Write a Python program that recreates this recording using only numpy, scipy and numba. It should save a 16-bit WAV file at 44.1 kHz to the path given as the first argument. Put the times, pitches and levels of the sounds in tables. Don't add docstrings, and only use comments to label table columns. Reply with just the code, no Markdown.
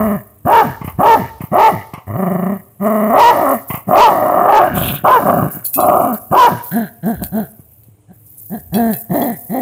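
import sys
import numpy as np
from scipy import signal
from scipy.io import wavfile
from scipy.ndimage import uniform_filter1d, minimum_filter1d
from numba import njit

SR = 44100
rng = np.random.default_rng(int(sys.argv[2]) if len(sys.argv) > 2 else 0)


def wav_record(signal):
    frames = np.transpose(np.atleast_2d(signal))
    bounded = np.clip(frames, -1, 1)
    quanta = np.round(bounded * 32767).astype(np.int16)
    wavfile.write(sys.argv[1], SR, quanta)


def rack_gain(trim_db):
    fader = np.asarray(trim_db, float)
    return 10 ** (fader / 20)


N = 423801
TIME_S = np.arange(N) / SR


def rms_one(x):
    return x / np.sqrt(np.mean(x ** 2) + 1e-20)


def evened(x):
    return x / np.sqrt(uniform_filter1d(x ** 2, size=1300) + 1e-12)


def in_time(rows):
    s, *columns = np.transpose(rows)
    return [np.interp(TIME_S, s, c) for c in columns]


def cut(x, hz, kind, order=2):
    return signal.sosfilt(signal.butter(order, hz, kind, fs=SR, output="sos"), x)


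def lagged(x, seconds):
    r = np.exp(-1 / (seconds * SR))
    return signal.lfilter([1 - r], [1, -r], x)


def settling(gain, db_per_s):
    ramp = db_per_s * TIME_S
    return rack_gain(np.maximum.accumulate(20 * np.log10(gain + 1e-6) + ramp) - ramp)


def swells(rows, attack_s, release_s):
    out = np.zeros(N)
    for s, length_s, db in rows:
        corners_s = [s - attack_s, s, s + length_s, s + length_s + release_s]
        out += rack_gain(db) * np.interp(TIME_S, corners_s, [0, 1, 1, 0]) ** 2
    return out


def drift(rate_hz):
    r = np.exp(-2 * np.pi * rate_hz / SR)
    wander = signal.lfilter([1], [1, -2 * r, r * r], rng.standard_normal(N + SR))
    return rms_one(wander[SR:])


def coloured(spectrum, patchy_db):
    hz, db = np.transpose(spectrum)
    edges_hz = 25 * 2 ** np.arange(0, 9.6, 1 / 3)
    white = rng.standard_normal((2, N))
    out = 0
    for k, (low, high) in enumerate(zip(edges_hz, edges_hz[1:])):
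        level_db = np.interp(np.log(low * high) / 2, np.log(hz), db, left=-90, right=-90)
        out = out + rack_gain(level_db + patchy_db * drift(29)) * cut(white[k % 2], [low, high], "band")
    return rms_one(out)


@njit
def resonate(x, hz, width_hz, sr):
    y, r = np.zeros(len(x)), np.exp(-np.pi * width_hz / sr)
    for i in range(2, len(x)):
        driven = (1 - r * r) / 2 * (x[i] - x[i - 2])
        y[i] = driven + 2 * r * np.cos(2 * np.pi * hz[i] / sr) * y[i - 1] - r * r * y[i - 2]
    return y


def tract(x, shapes):
    out = np.zeros(N)
    for k, (hz, width_hz, db) in enumerate(shapes):
        out += (-1) ** k * rack_gain(db) * resonate(x, np.full(N, float(hz)), width_hz, SR)
    return out


def struck(times_s, levels_db, modes, spread_db):
    out, at = np.zeros(N), (np.array(times_s) * SR).astype(int)
    chance = rng.standard_normal((len(at), len(modes)))
    for k, (hz, db, t60_s) in enumerate(modes):
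        clicks = np.full(N, 1e-18)
        clicks[at] = rack_gain(levels_db + db + spread_db * chance[:, k])
        r, w = rack_gain(-60 / (t60_s * SR)), 2 * np.pi * hz / SR
        out += signal.lfilter([0, np.sin(w)], [1, -2 * r * np.cos(w), r * r], clicks)
    return out


def calls():
    # (start [s], top pitch [Hz], effort [dB], stretch of the shape)
    lone_yaps = [(0.452, 462.8, -5, 0.97), (0.985, 463.4, -4.5, 0.98), (1.517, 447.6, -4.5, 0.99),
                 (6.312, 501.6, -2.5, .93)]
    # (time before stretch [s], share of top pitch, level re effort [dB])
    yap_shape = [(0, .25, -34.5), (.02, .55, -7), (.045, .86, -3.5), (.08, 0.99, 1), (.16, .97, 2.5),
                 (.2, .62, -16.5), (.245, .27, -26), (0.312, .22, -46.5)]
    # (start [s], length [s], top pitch [Hz], effort [dB])
    short_grunts = [(-.07, .265, 222, -15), (5.535, .09, 199.3, -37.5), (6.717, .16, 236, -20),
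                    (7.033, .135, 236, -18), (7.195, .08, 165, -30), (7.322, .135, 238, -19),
                    (8.081, .075, 200, -45.5), (8.504, .095, 240, -23.5), (8.726, .235, 236, -15),
                    (9.098, .255, 262, -15.5), (9.498, .2, 258, -18)]
    # (time [s], pitch [Hz], effort [dB])
    growls = [
        [(2.075, 100.1, -33.5), (2.145, 106.7, -28.5), (2.181, 187.8, -21), (2.365, 177, -23),
         (2.555, 193.7, -28.5), (2.59, 168, -48.5)],
        [(2.8, 178.7, -41.5), (2.852, 213, -13.5), (3.086, 213, -17), (3.126, 238.4, -11), (3.205, 460.2, -0.5),
         (3.3, 483.2, -0.5), (3.334, 329.3, -14.5), (3.528, 262.1, -11), (3.59, 204.6, -54)],
        [(3.875, 201, -37.5), (3.915, 221.3, -8.5), (3.971, 414.4, -2), (4.033, 502.5, 5.5),
         (4.115, 314.8, -14), (4.443, 307.8, -10), (4.52, 415.3, -5), (4.575, 453, -1.5), (4.61, 324.2, -4),
         (4.68, 321, -18), (4.73, 201.9, -34)],
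        [(4.745, 170.3, -26), (4.779, 162, -19.5), (4.951, 146.6, -31.5), (5.01, 144.8, -51)],
        [(5.04, 198.8, -38.5), (5.052, 293, -3.5), (5.089, 472, -5), (5.141, 514.4, -3.5), (5.17, 474.9, -6),
         (5.19, 399.2, -15.5), (5.24, 235, -20), (5.29, 225.2, -8), (5.38, 200, -14.5), (5.49, 157.3, -32),
         (5.505, 151.3, -49.5)],
        [(5.76, 227.2, -51.5), (5.794, 303.6, -11), (5.978, 340, -9.5), (6.148, 208, -23.5),
         (6.17, 184.8, -59.5)],
    ]
    out = [list(map(tuple, g)) for g in growls]
    for s, hz, db, stretch in lone_yaps:
        out.append([(s + stretch * after, hz * share, db + under) for after, share, under in yap_shape])
    for s, length_s, hz, db in short_grunts:
        end_s = s + length_s
        out.append([(s, hz * .66, db - 21),
                    (s + min(.058, length_s / 2), hz, db),
                    (end_s - min(.05, length_s / 2.2), hz * .94, db - 7),
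                    (end_s, hz * .52, db - 28.5)])
    return sorted(out)


def effort():
    every_call = calls()
    rows = np.concatenate(every_call).astype(float)
    rows[:, 2] = rack_gain(rows[:, 2] / 2)
    pitch_hz, root = in_time(rows)
    sounding = np.zeros(N)
    for c in every_call:
        start_s, end_s = c[0][0], c[-1][0]
        sounding += np.interp(TIME_S, [start_s - .008, start_s, end_s, end_s + .03], [0, 1, 1, 0])
    return pitch_hz, root ** 2, np.minimum(sounding, 1)


def background_opening():
    _, gain, sounding = effort()
    half_open_db = -18
    return settling(sounding * gain / (gain + rack_gain(half_open_db)), db_per_s=127.5)


def larynx(pitch_hz):
    # (from time [s], roughness [0-1], flutter of the loose folds [0-1])
    settings = [(0, .25, .2), (.3, .7, .15), (2.0, .55, .5), (2.16, .3, 1), (2.7, .2, .4), (3.14, .8, .25),
                (3.43, .35, 0), (3.7, .8, .5), (4.72, .9, .6), (5.6, .8, .8), (6.07, .3, .2),
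                (6.25, .8, .2), (6.68, .28, .2), (7.18, 1, .5), (7.31, .35, .25), (8.79, .2, .2),
                (9.0, .65, .45), (9.25, .35, .2)]
    since_s, *columns = np.transpose(settings)
    now = np.searchsorted(since_s, TIME_S, "right") - 1
    rough, flutter = (uniform_filter1d(c[now], size=1300) for c in columns)
    flip_hz, flip_settles_s, flip_rough = 410, .028, .13
    flip = 1 / (1 + np.exp((flip_hz - pitch_hz) / 12))
    flip = np.minimum(flip, lagged(flip, flip_settles_s))
    return flip, rough + flip * (flip_rough - rough), flutter * (1 - flip)


def glottis(pitch_hz, rough, flutter, flap):
    jitter = .07 * flutter * flap + .25 * rough ** 1.5 * drift(70)
    cycles = np.cumsum(pitch_hz * (1 + jitter)) / SR
    chance_per_cycle = rng.standard_normal(N)[(cycles + .5).astype(int)]
    size = rack_gain(2.6 * rough * chance_per_cycle)
    wave = np.cos(2 * np.pi * cycles)
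    puff = rng.standard_normal(N) * (1.3 + wave)
    return size, wave, puff


def mouth_and_throat(source, breathy, pitch_hz, rough, sounding, down):
    # (centre [Hz], width [Hz], level [dB])
    throat_shape = [(381.5, 61, -7.5)]
    # (centre [Hz], width [Hz], level [dB])
    pharynx_up = [(582.7, 85, -0.11), (1202, 203, 0.95)]
    pharynx_down = [(696, 1700, -30.5), (1150, 2300, -19)]
    shut_hz, tunes_to_harmonic, closes_s, width_hz = 724, 2.11, .011, 84
    jaw_hz = np.maximum(shut_hz, tunes_to_harmonic * pitch_hz)
    mouth_hz = np.maximum(jaw_hz, shut_hz + lagged(sounding * (jaw_hz - shut_hz), closes_s))
    mouth = resonate(source, mouth_hz, width_hz, SR)
    mouth -= (1.3 - rough + .38 * down) * tract(source, throat_shape)
    mouth = np.where(down, cut(mouth, 844, "low", order=4), mouth)
    mouth -= .5 * np.where(down, tract(breathy, pharynx_down), tract(breathy, pharynx_up))
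    return cut(cut(mouth, 260, "high", order=4), 1096, "low", order=6)


def upper_resonances(breathy, third_hz, down):
    # (centre [Hz], width [Hz], level [dB])
    upper_up = [(2285, 110, -15.5), (2877, 81, -12.5), (3700, 130, -43)]
    upper_down = [(2730, 84, -37), (3230, 420, -19), (4130, 73, -13.5)]
    third = resonate(breathy, third_hz, 310.0, SR)
    third = resonate(third, third_hz, 310.0, SR)
    upper = third - np.where(down, tract(breathy, upper_down), tract(breathy, upper_up))
    return cut(upper, 1400, "high", order=6)


def rasp(puff, pitch_hz, throat_gain):
    noise = evened(cut(cut(puff, [2500, 7500], "band"), 4200, "low", order=1))
    level_db = -32 + 5.1 * (20 * np.log10(throat_gain) + 2.56)
    return rack_gain(np.minimum(level_db, -24)) * noise / (1 + np.exp((400 - pitch_hz) / 15))


def exhale(flip, throat_gain):
    noise = rms_one(cut(rng.standard_normal(N), (2300, 6450), "band"))
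    return rack_gain(-33.5) * lagged(flip * np.minimum(throat_gain, 1), .12) * noise


def voice():
    # (time [s], third resonance [Hz], chest toward the microphone [dB], muzzle toward it [dB])
    neck = [(0.1, 1830, 7, 2), (0.55, 1580, 6, -2), (1.1, 1750, 7, -6), (1.65, 1950, 2.5, -5.5),
            (2.3, 1843, 2.3, -3), (3.0, 1920, 5.5, -2.1), (3.4, 1866, 3.5, -7.7), (4.3, 1870, 3.5, -10.5),
            (4.85, 1440, 2.5, 0), (5.3, 1610, 4.7, -7), (5.95, 1315, 5.5, -9.5), (6.45, 1610, 4.7, -6.5),
            (7.1, 1590, 0, -7.3), (7.4, 1499, -1, -7.5), (8.55, 1700, -6, -3.5), (8.85, 1683, 1.3, -6.5),
            (9.2, 1860, -3.5, -8.5), (9.6, 1925, -5, -9.5)]
    head_down_s = 6.69
    pitch_hz, throat_gain, sounding = effort()
    down = TIME_S > head_down_s
    third_hz, chest_db, muzzle_db = in_time(neck)
    flip, rough, flutter = larynx(pitch_hz)

    low_leads_s, low_over_db, low_db_per_octave, low_flip_db = .0051, 8, 11.5, 21.5
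    soft = rack_gain(low_over_db) * np.interp(TIME_S + low_leads_s, TIME_S, throat_gain)
    octaves = np.log2(np.maximum(pitch_hz, 200) / 200)
    ceiling_db = np.where(down, -13, -23) - low_db_per_octave * octaves + low_flip_db * flip + chest_db
    ceiling = rack_gain(ceiling_db)
    low_gain = soft * ceiling / np.hypot(soft, ceiling)

    linger_db, linger_s, upper_rough_db, upper_flip_db = 2.5, .21, -1, 7
    lingering = throat_gain + rack_gain(linger_db) * lagged(sounding * throat_gain, linger_s)
    upper_db = np.where(down, -12.5, -21.5) + upper_rough_db * rough + upper_flip_db * flip + muzzle_db
    upper_gain = rack_gain(upper_db) * lingering

    flap = np.sin(2 * np.pi * np.cumsum(24.16 * (1 + .1424 * drift(4.35))) / SR)
    size, wave, puff = glottis(pitch_hz, rough, flutter, flap)
    pulses = .36 / (1.64 - 1.6 * wave) - 1
    source = size * (pulses + 5 * rough * puff)
    snap = .0975 / (1.9025 - 1.9 * wave) - 1
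    breathy = size * ((1 - .7 * rough) * snap + 9 * (rough + .12) * puff)

    throat = mouth_and_throat(source, breathy, pitch_hz, rough, sounding, down)
    upper = upper_resonances(breathy, third_hz, down)
    low = np.sqrt(2) * (1 - .75 * rough) * evened(cut(size, 90, "low") * wave)
    chest = rack_gain(2) * rough * evened(cut(source, [80, 300], "band"))
    layers = low_gain * (low + chest) + throat_gain * evened(throat) + upper_gain * evened(upper)
    throb = cut(flap, 60, "low") + .5 * drift(20)
    layers *= rack_gain(3.5 * flutter * throb)
    return exhale(flip, throat_gain) + sounding * (layers + rasp(puff, pitch_hz, throat_gain))


def grass():
    # (frequency [Hz], density [dB per Hz])
    blades = [(3240, -66.5), (5500, -25), (6790, -30), (8570, -7), (9300, -17.5), (12400, 0.5),
              (13100, 7.5), (15100, 1.5), (16000, -11), (16400, -23)]
    # (time [s], level [dB])
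    call_hiss = [(0, -27), (1.6, -29.5), (2.3, -29.5), (3.3, -27), (4.0, -25), (4.5, -31), (5.5, -23),
                 (6.4, -26), (7.4, -24.5), (7.8, -23), (8.06, -48), (8.46, -26.5), (9.2, -23),
                 (9.61, -25.5)]
    # (start [s], length [s], level [dB])
    hiss_swells = [(.85, 0.052, -37.5), (1.42, 0.029, -37), (3.5, 0.052, -32.5), (3.69, .08, -26.5),
                   (4.755, .2, -23), (5.52, 0.035, -25), (5.655, 0.0099, -14.5), (5.742, 0.0083, -11.5),
                   (5.79, 0.081, -36), (6.14, 0.011, -26), (6.2, 0.094, -41), (6.64, 0.11, -29),
                   (7.23, 0.033, -30.5), (7.72, 0.022, -56), (7.83, .02, -57), (8.14, .12, -51),
                   (8.27, 0.077, -42), (8.38, .12, -35.5), (8.6, 0.079, -52), (8.742, 0.012, -31),
                   (8.92, .09, -27), (9.15, 0.13, -32.5), (9.37, 0.13, -36)]
    grains = rack_gain(2.4 * drift(300) + 1.9 * drift(33))
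    between_calls_db = -26.5
    with_calls = rack_gain(in_time(call_hiss)[0]) * (rack_gain(between_calls_db) + background_opening())
    swelling = settling(swells(hiss_swells, attack_s=.023, release_s=.01), db_per_s=350)
    return (with_calls + swelling) * evened(coloured(blades, patchy_db=3.0) * grains)


def garden():
    # (frequency [Hz], density [dB per Hz])
    air = [(15, -46), (25, -56.5), (104, 12), (203, -13), (457, -14), (661, -18.5), (1320, -29.5),
           (1820, -33), (2440, -28.5), (5110, -44), (9000, -26), (11700, -59.5), (19800, -120)]
    # (frequency [Hz], level before wander [dB])
    machine = [(300, -65)]
    # (start [s], length [s], level [dB])
    gusts = [(-.05, 0.14, -30), (.7, 0.64, -40), (4.7, .18, -27), (7.18, 0.082, -36), (8.6, 0.27, -43)]
    hum = np.zeros(N)
    for hz, db in machine:
        hum += np.sqrt(2) * rack_gain(db + 4.9 * drift(1.5)) * np.sin(2 * np.pi * hz * TIME_S)
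    low_noise_db, between_calls_db = -49, -10.5
    low_gain = rack_gain(low_noise_db) * (rack_gain(between_calls_db) + background_opening())
    low_gain = low_gain + swells(gusts, attack_s=.065, release_s=.11)
    low_gain = low_gain * rack_gain(3.7 * drift(6.9))
    low_noise = low_gain * rms_one(cut(rng.standard_normal(N), [55, 95], "band"))
    return rack_gain(-49) * coloured(air, patchy_db=1.5) + hum + low_noise


def yard(dog):
    t60_s, gap_s, level_db = .63, .025, -19
    t = np.arange(SR) / SR
    scatter = rng.standard_normal(SR) * rack_gain(-60 * t / t60_s) * (t > gap_s)
    scatter /= np.sqrt(np.sum(scatter ** 2))
    return rack_gain(level_db) * signal.fftconvolve(cut(dog, [280, 3300], "band"), scatter)[:N]


def snorts():
    # (time [s], level [dB], nose re level [dB])
    palate_flaps = [(0.809, -14, -4.5), (0.84, -11, -10), (0.872, -12.5, -2), (1.401, -12, -3.5),
                    (1.432, -12.5, -15.5), (1.931, -15, 1), (1.972, -21.5, -2), (3.697, -11, 2.5),
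                    (3.735, -11, 2), (3.769, -22, -7), (7.588, -25, -22), (7.879, -33, -33.5)]
    # (frequency [Hz], level [dB], t60 [s])
    thump_modes = [(153, -0.5, 0.023), (266.6, -1.5, 0.0067)]
    # (centre [Hz], width [Hz], level [dB])
    nose_shape = [(730, 330, 3), (1127, 130, 8.5), (2070, 180, -1), (2980, 420, -12.5)]
    # (start [s], full [s], fading [s], end [s], level [dB], centre [Hz], width [Hz])
    intake = (4.745, 4.79, 4.95, 5.01, -31, 3050, 1250)
    s, db, nose_db = np.transpose(palate_flaps)
    flaps = np.full(N, 1e-18)
    flaps[(s * SR).astype(int)] += rack_gain(db + nose_db)
    fade = rack_gain(-60 / (.16 * SR))
    puff_gain = cut(signal.lfilter([1], [1, -fade], flaps), 50, "low")
    puffs = puff_gain * rms_one(tract(rng.standard_normal(N), nose_shape))
    *times_s, gasp_db, hz, width_hz = intake
    band_hz = [hz - width_hz / 2, hz + width_hz / 2]
    hoarse = rack_gain(3.3 * drift(30)) * rms_one(cut(rng.standard_normal(N), band_hz, "band", order=3))
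    gasp = rack_gain(gasp_db) * np.interp(TIME_S, times_s, [0, 1, 1, 0]) * hoarse
    thumps = struck(s + .005, db + 3, thump_modes, spread_db=1)
    return cut(thumps, [90, 380], "band") + rack_gain(-11.5) * puffs + gasp


def tags():
    # (time [s], level [dB], ring re level [dB])
    clinks = [(1.939, -30.5, -18.5), (4.4518, -36.5, -29.5), (5.0548, -49, -45), (5.6531, -33, -6),
              (5.7418, -19, -18.5), (5.8032, -19.5, -15.5), (6.1459, -26.5, -31), (6.6635, -34, -41),
              (7.2379, -14.5, -32.5), (7.8345, -42.5, -38), (8.7428, -21.5, -10.5), (8.9346, -18, -28),
              (9.218, -34, -11)]
    # (frequency [Hz], level [dB], t60 before damping by fur [s])
    tag_modes = [(2600, -1.5, 0.35), (3370, 3, 0.1), (4010, -2.5, 0.2), (4400, -3.5, 0.09),
                 (5600, -4.5, 0.087), (4520, -7, 0.18), (7150, -5, 0.14), (7700, -21, 0.63),
                 (8419, -18, 0.033), (8635, -6.5, 0.08), (9500, 1, 0.05), (9000, -14, 0.22),
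                 (10220, 6, 0.26)]
    rattle_s, rattle_loss_db = .0092, 9
    s, db, ring_db = np.repeat(np.transpose(clinks), 3, axis=1)
    bounce = np.arange(len(s)) % 3
    s = s + rattle_s * bounce * rng.uniform(.75, 1.25, len(s))
    db = db - rattle_loss_db * bounce
    tick_modes = [(4500, 0, .004), (8500, 0, .006), (13000, 6, .012)]   # Hz, dB, t60 s
    ticks = struck(s, db - 3, tick_modes, spread_db=2)
    since_s = TIME_S - s[np.maximum(np.searchsorted(s, TIME_S) - 1, 0)]
    rings = struck(s, db + ring_db - 5, tag_modes, spread_db=8)
    return ticks + rings / (1 + (since_s / .05) ** 4)


def scene():
    dog = voice() + snorts()
    return (dog + yard(dog) + tags() + grass() + garden())[None]


def top_cut(x):
    return signal.sosfilt(signal.butter(12, 16840, fs=SR, output="sos"), x)


def record(dry):
    limit, knee, overload_db, overload_width_db = .95, .82, -6.5, 1.55
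    thin = cut(dry, 55, "high")
    peak = -minimum_filter1d(-np.abs(thin), size=301)
    held = thin * uniform_filter1d(np.minimum(1, limit / (peak + 1e-9)), size=301)
    level_db = 10 * np.log10(np.abs(uniform_filter1d(thin ** 2, size=1100)) + 1e-12)
    over = 1 / (2 + np.exp(np.minimum((overload_db - level_db) / overload_width_db, 50)))
    saturated = thin / (1 + np.abs(thin / knee) ** 5) ** (1 / 5)
    mix = held + over * (saturated - held)
    mix = signal.sosfilt(signal.cheby2(14, 60, 16200, fs=SR, output="sos"), mix)
    return top_cut(mix)


dry = scene()
out = record(dry)
wav_record(out)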